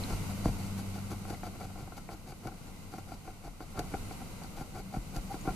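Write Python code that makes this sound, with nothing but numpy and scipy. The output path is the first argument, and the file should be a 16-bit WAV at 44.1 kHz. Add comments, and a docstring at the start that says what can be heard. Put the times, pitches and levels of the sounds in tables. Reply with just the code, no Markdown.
"""At a table in a room, close up, a barbed felting needle jabs a ball of wool about six times a second.
Stick-slip friction drives damped resonances: each jab is a dull crunch in the wool, a faint rasp on the
barbs and a soft thud in the table, at times with a rub as the needle is drawn out. Tufts snag, stiff
fibres snap, the needle grazes a wire, and once the shaft squeaks. Behind it a distant motor hums and
the room noise swells and sinks."""
import sys
import numpy as np
from scipy import signal
from scipy.fft import rfft, irfft, next_fast_len
from scipy.io import wavfile

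SR = 44100
rng = np.random.default_rng(int(sys.argv[2]) if len(sys.argv) > 2 else 0)


def transcribe(u):
    """Save the signal u as a 16-bit wav file named by the first command-line argument.

    u: samples, shape (n,) or (channels, n), limited to [-1, 1]; the rate is SR.
    q: integer samples, one column per channel.
    """
    v = np.clip(np.atleast_2d(u).T, -1, 1)
    q = np.round(v * 32767).astype(np.int16)
    wavfile.write(sys.argv[1], SR, q)


N = 244916
T = np.arange(N) / SR
SIDES = np.array([[1], [-1]])   # left, right


def from_db(db):
    """Decibels to amplitude ratio."""
    return 10 ** (np.asarray(db) / 20)


def unit_rms(x):
    """Normalisation to rms 1."""
    return x / np.sqrt(np.mean(x ** 2) + 1e-20)


def at_hz(points, hz):
    """Interpolation on a log-frequency axis."""
    freqs, values = np.transpose(points)
    return np.interp(np.log(hz + 1e-9), np.log(freqs), values)


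def pan(db):
    """Interchannel level difference as left and right gains."""
    return from_db(SIDES * db / 2)


def drift(rate_hz):
    """Low-passed Gaussian noise: a random wander of spread 1."""
    hz = np.fft.rfftfreq(8192, 1 / 1000)
    slow = irfft(rfft(rng.standard_normal(8192)) / (1 + (hz / rate_hz) ** 2))
    slow = np.interp(T, np.arange(len(slow)) / 1000, slow)
    return unit_rms(slow - slow.mean())


def mode(hz, width_hz, db, phase=0, lag_s=0):
    """Impulse response of a damped resonator: the wider the band, the faster the decay."""
    t = np.maximum(T[:SR // 5] - lag_s, 0)
    envelope = from_db(db) * width_hz * np.exp(-np.pi * width_hz * t) * (t > 0)
    return envelope * np.sin(2 * np.pi * hz * t + phase)


def excite(force, ring):
    """Linear response: the force convolved with the impulse response."""
    return signal.oaconvolve(np.atleast_2d(force), ring, axes=1)[:, :N]


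def rubbed(force, ring):
    """Sustained excitation of a stereo ring normalised in energy."""
    return excite(force, ring / np.sqrt(np.sum(ring ** 2) / 2))


def struck(events, ring):
    """Impulsive excitation at each (time [s], peak level [dB])."""
    clicks = np.zeros(N)
    for s, db in events:
        clicks[round(s * SR)] += from_db(db)
    return excite(clicks, ring / np.abs(ring).max())


def cushioned(ring, edge_hz):
    """A compliant contact acts as a low-pass filter."""
    return signal.sosfilt(signal.butter(2, edge_hz, fs=SR, output="sos"), ring)


def slips(per_s, spread_db):
    """Fibre slips as a Poisson train of uneven impulses; rms 1."""
    sizes = from_db(spread_db * np.minimum(rng.exponential(1, N), 3)) * rng.choice([-1, 1], N)
    return unit_rms(sizes * (rng.random(N) < per_s / SR))


def pressure(strokes, edge_s, lag_s=0):
    """Envelope of strokes (time [s], duration [s], level [dB]); incoherent sources add in power."""
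    power = np.zeros(N)
    for start, length, db in strokes:
        near = slice(max(round((start - .1) * SR), 0), round((start + length + .1) * SR))
        t = T[near] - start - lag_s
        rise = (1 + np.tanh(t / edge_s)) / 2
        fall = (1 + np.tanh((length - t) / edge_s)) / 2
        power[near] += from_db(db) ** 2 * rise * fall
    return np.sqrt(power)


# motor harmonics: (time [s], relative level of fundamental [dB], relative level of octave [dB])
HUM_LEVELS = [(0.0, -40.5, -46.5), (0.74, -40, -41), (2.21, -56.5, -58.5), (2.94, -52, -57),
              (3.55, -62, -68), (4.08, -46, -49), (4.14, -64, -57.5), (5.35, -56, -49), (5.55, -60, -57)]
def motor_hum(hz=97.1):
    """Amplitude and frequency modulation: two harmonics of a distant motor waver at random."""
    times, *levels = np.transpose(HUM_LEVELS)
    fundamental_db, octave_db = (np.interp(T, times, db) for db in levels)
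    phase = 2 * np.pi * np.cumsum(hz * (1 + 0.0077 * drift(2.6))) / SR
    wobble = .55 * drift(6)
    fundamental = from_db(fundamental_db - 1 + 2 * drift(25)) * np.sin(phase)
    octave = from_db(octave_db - 1.5 + 2.33 * drift(14)) * np.sin(2 * phase + wobble)
    return pan(1) * np.sqrt(2) * (fundamental + octave)


# likeness of left and right in the room: (frequency [Hz], coherence [0-1])
COHERENCE = [(25, 0.64), (130, 0.56), (250, 0.9), (500, 0.4), (1000, 0.41), (2000, 0.13), (3500, 0),
             (13000, 0)]
def diffuse_noise(spectrum):
    """A diffuse field is partly coherent in the bass and incoherent in the treble; rms 1."""
    size = 2 * next_fast_len(N // 2 + 1)
    hz = np.fft.rfftfreq(size, 1 / SR)
    mid, side = rfft(rng.standard_normal((2, size))) * from_db(at_hz(spectrum, hz))
    coherence = at_hz(COHERENCE, hz)
    stereo = np.sqrt(1 + coherence) * mid + np.sqrt(1 - coherence) * side * SIDES
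    return unit_rms(irfft(stereo)[:, :N])


# three bands of room noise: (frequency [Hz], relative spectral density [dB])
HISS_SPECTRUM = [(1500, -68), (1780, -1), (2050, 9), (2400, 5.5), (2900, 6), (3400, -1.5), (3900, 4),
                 (4700, 3), (5080, -0.5), (5600, 2), (7000, 2), (9000, 1), (13500, -1.5)]
AIR_SPECTRUM = [(200, -12), (300, 2.5), (390, 0), (480, 3), (580, -1.5), (760, 0.5), (920, -2),
                (1220, -4.5), (1390, -3.5), (1600, -9), (1750, -23.5), (2500, -26)]
RUMBLE_SPECTRUM = [(12, -5.5), (32, -0.5), (45, -18), (75, -11), (115, -14.5), (150, -10.5), (235, -15.5),
                   (290, -20), (450, -41.5), (900, -78)]
# swell of the room noise: (time [s], relative level [dB])
ROOM_SWELL = [(0.0, -53), (0.48, -56), (1.62, -62), (2.27, -65.5), (2.69, -63), (3.59, -66), (3.8, -60.5),
              (3.96, -58.5), (4.1, -58.5), (4.84, -63), (5.55, -57.5)]
def room_noise(reference_db=-61.5, whine_hz=4779):
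    """Common modulation: hiss, a thin whine, air and rumble swell and sink under one envelope."""
    swell_db = np.interp(T, *np.transpose(ROOM_SWELL)) - reference_db
    hiss = pan(0.23) * from_db(-54.5) * diffuse_noise(HISS_SPECTRUM)
    whine = pan(-8) * from_db(-75) * np.sin(2 * np.pi * np.cumsum(whine_hz + 6 * drift(25)) / SR)
    air = pan(0.2) * from_db(-54.5) * diffuse_noise(AIR_SPECTRUM)
    rumble = pan(1.6) * from_db(-44.5) * diffuse_noise(RUMBLE_SPECTRUM)
    return from_db(swell_db) * (hiss + whine + air + rumble)


# steel grazing wire: (time [s], peak level [dB], frequency [Hz], 60 dB decay time [s])
WIRE_GRAZES = [(0.0375, -32, 4120, 0.017), (1.347, -42, 2040, 0.018), (5.411, -47, 6800, 0.045)]
def wire_pings():
    """Free vibration: the needle grazes a wire and rings briefly in a single mode."""
    return sum(struck([(s, db)], mode(hz, np.log(1000) / (np.pi * t60), 0)[None])
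               for s, db, hz, t60 in WIRE_GRAZES)


# modes of the ball on the table: (frequency [Hz], bandwidth [Hz], relative level [dB])
WOOL_MODES = [(313, 69, 1.5), (460, 140, -5), (731, 75, 3.5), (815, 81, 0.5), (1060, 79, -9),
              (1372, 45, -4), (1500, 70, -10), (2270, 260, -15.5)]
# its radiation to the two sides: (frequency [Hz], level of left over right [dB])
WOOL_PAN = [(500, .3), (800, 1), (1060, -1), (1380, 9), (1550, 2), (2250, 2)]
# and their phase difference: (frequency [Hz], lead of left [rad])
WOOL_LEAD = [(480, .2), (1050, -.1), (1380, -.8), (1600, -.7), (2250, 1.2)]
def wool_ring():
    """Modal superposition: the impulse response of the ball through a soft contact."""
    ring = 0
    for k, (hz, width, db) in enumerate(WOOL_MODES):
        phase = SIDES / 2 * at_hz(WOOL_LEAD, hz)
        ring += (-1) ** k * pan(at_hz(WOOL_PAN, hz)) * mode(hz, width, db, phase)
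    return cushioned(ring, edge_hz=2700)


# inward strokes: (time [s], duration [s], relative crunch level [dB], relative rasp level [dB])
NEEDLE_JABS = [(0.089, 0.054, -39.5, -51.5), (0.295, 0.024, -48, -52.5), (0.442, 0.05, -41.5, -50.5),
               (0.587, 0.091, -53.5, -57), (0.775, .028, -55, -52), (.939, 0.053, -47.5, -56),
               (1.105, 0.027, -41.5, -50), (1.274, 0.069, -44, -54.5), (1.433, 0.044, -44, -55),
               (1.597, 0.055, -41.5, -55.5), (1.773, 0.061, -46, -61.5), (1.967, 0.0187, -45, -53),
               (2.102, 0.042, -46, -56.5), (2.268, 0.053, -48, -58.5), (2.437, 0.05, -42, -59),
               (2.663, 0.036, -53.5, -67), (2.915, 0.083, -53, -58.5), (3.08, 0.07, -50, -59.5),
               (3.246, 0.068, -51, -62), (3.435, 0.044, -44.5, -59.5), (3.602, 0.034, -48, -61),
               (3.765, .04, -35.5, -57), (3.917, .05, -42.5, -60), (4.121, 0.0063, -62, -52),
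               (4.411, .046, -46, -62), (4.564, 0.058, -44.5, -54.5), (4.747, 0.058, -45, -56),
               (4.929, .045, -42, -58), (5.143, .037, -44.5, -53.5), (5.306, 0.043, -45, -55.5),
               (5.457, 0.0545, -37.5, -58.5)]
# fibres dragged on the way out: (time [s], relative level [dB])
NEEDLE_PULLS = [(1.54, -47), (1.697, -49), (2.52, -50), (3.844, -41), (4.205, -47)]
def wool_crunch(ring, pull_s=0.017):
    """Stick-slip friction: runs of fibre slips shake the packed wool as the needle moves."""
    strokes = [(start, length, db) for start, length, db, _ in NEEDLE_JABS]
    strokes += [(s, pull_s, db) for s, db in NEEDLE_PULLS]
    clumping = from_db(2 * drift(60))
    grit = unit_rms(clumping * slips(per_s=1600, spread_db=5.5))
    return from_db(-2) * rubbed(pressure(strokes, edge_s=0.0078) * grit, ring)


# modes of the table: (frequency [Hz], bandwidth [Hz], relative level [dB])
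TABLE_MODES = [(42.3, 11, 18.5), (123, 29, 10), (195, 234, 3.5), (312, 19, 7), (480, 29, 0.5),
               (674, 60, -1), (1027, 320, -12)]
# hard pushes, duller through more wool: (time [s], peak level [dB], cutoff [Hz])
HARD_PUSHES = [(0.4566, -14.5, 2000), (0.4876, -25, 900), (2.455, -29.5, 804), (3.775, -31, 700),
               (3.948, -29.5, 500), (4.61, -33, 300), (4.966, -25, 212), (5.165, -27, 219),
               (5.474, -24, 408)]
def table_thuds(lag_at_200_hz_s=0.0033, thud_db=-0.5):
    """Dispersion: each push launches bending waves in the table, and the low ones travel slowest."""
    ring = pan(1) * sum((-1) ** k * mode(hz, width, db, lag_s=lag_at_200_hz_s * np.sqrt(200 / hz))
                        for k, (hz, width, db) in enumerate(TABLE_MODES))
    ring = ring[:, np.argmax(ring[0] != 0):]   # time counts from the first arrival
    pushes = [(start, length, db + thud_db) for start, length, db, _ in NEEDLE_JABS]
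    force = pressure(pushes, edge_s=0.0076) * rng.standard_normal(N)
    knocks = sum(struck([(s, db)], cushioned(ring, edge_hz)) for s, db, edge_hz in HARD_PUSHES)
    return rubbed(force, cushioned(ring, edge_hz=163)) + knocks


# modes of the scraped barbs: (frequency [Hz], bandwidth [Hz], relative level [dB])
BARB_MODES = [(2420, 350, -4.5), (4250, 140, 0.5), (4660, 170, 13.5), (5840, 250, 4), (6740, 520, -37),
              (6670, 900, 3), (8650, 13600, 4), (10700, 2300, -10.5)]
# stiff fibres snapping on the steel: (time [s], relative level [dB])
FIBRE_SNAPS = [(.4563, -34), (1.3024, -33.5), (2.472, -36), (3.7928, -25), (4.4358, -36), (5.164, -29.5)]
def needle_barbs():
    """Forced vibration: fibres rasp and snap on the barbs, whose modes reach the sides in quadrature."""
    ring = pan(2.5) * sum(mode(hz, width, db, phase=(-1) ** k * SIDES * np.pi / 4)
                          for k, (hz, width, db) in enumerate(BARB_MODES))
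    grit = slips(per_s=4000, spread_db=4)
    strokes = [(start, length, db) for start, length, _, db in NEEDLE_JABS]
    rasp = rubbed(pressure(strokes, edge_s=0.0039, lag_s=0.0022) * grit, ring)
    # a snap is followed by its reflections off hands and table
    scatter = rng.standard_normal((2, SR // 20)) * np.exp(-T[:SR // 20] / .006)
    snap = ring + from_db(-19.5) * excite(scatter, ring)[:, :ring.shape[1]]
    return from_db(0.2) * rasp + from_db(7) * struck(FIBRE_SNAPS, snap)


def small_tufts(above_jab_db=6.5, spread_db=3):
    """Uniform chance: each jab catches one tuft on its way, as (time [s], relative level [dB])."""
    draws = rng.random((len(NEEDLE_JABS), 2))
    return [(start + where * length, db + above_jab_db + spread_db * (2 * size - 1))
            for (start, length, db, _), (where, size) in zip(NEEDLE_JABS, draws)]


# tufts caught on a barb: (time [s], relative level [dB])
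CAUGHT_TUFTS = [(0.787, -39.5), (1.114, -37), (1.251, -34), (1.304, -30), (1.432, -31), (1.756, -40),
                (1.874, -40), (1.92, -36), (1.976, -38.5), (2.089, -33), (2.937, -32.5), (2.982, -35.5),
                (3.118, -34.5), (3.277, -36.5), (3.604, -32), (3.776, -29), (3.793, -24.5), (3.94, -26),
                (4.109, -32.5), (4.947, -34), (5.341, -30), (5.452, -35), (5.474, -26.5)]
def snags(ring, extra_tufts, decay_s=0.007, run_db=-0.5):
    """Sudden release of tension: a tuft gives way with one break and a decaying run of slips."""
    out, t = np.zeros((2, N)), T[:SR // 40]
    for s, db in list(CAUGHT_TUFTS) + extra_tufts:
        at = round(s * SR)
        run = rng.standard_normal(len(t)) * np.exp(-t / decay_s)
        force = (t == 0) + from_db(run_db) * run / np.linalg.norm(run)
        tear = excite(force, ring)[:, :N - at]
        out[:, at:at + tear.shape[1]] += from_db(db) * tear / np.abs(tear).max()
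    return from_db(1.5) * out


# the shaft in tight wool: (time [s], duration [s], frequency [Hz], level [dB])
SHAFT_SQUEAK = (5.298, .029, 780, -39.5)
def shaft_squeak():
    """Periodic stick-slip: a brief tone that grows and breaks off."""
    start, length, hz, db = SHAFT_SQUEAK
    along = np.clip((T - start) / length, 0, 1)
    envelope = np.sqrt(np.abs(np.sin(np.pi * along ** 1.8)))
    phase = 2 * np.pi * np.cumsum(hz * (1 + 0.056 * drift(77))) / SR
    return from_db(db) * envelope * np.sqrt(2) * np.sin(phase)


def scene():
    """Superposition: the felting adds to the motor and the room noise."""
    ring, tufts = wool_ring(), small_tufts()
    wool = wool_crunch(ring) + snags(ring, tufts)
    needle = shaft_squeak() + needle_barbs() + wire_pings()
    return wool + needle + table_thuds() + motor_hum() + room_noise()


def record(dry, low_hz=22, high_hz=13750):
    """Band limiting: the microphone loses the deepest bass, and the top is cut steeply."""
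    heard = signal.sosfilt(signal.butter(1, low_hz, "high", fs=SR, output="sos"), dry)
    return signal.sosfilt(signal.ellip(12, .1, 80, high_hz, fs=SR, output="sos"), heard)


dry = scene()
out = record(dry)
transcribe(out)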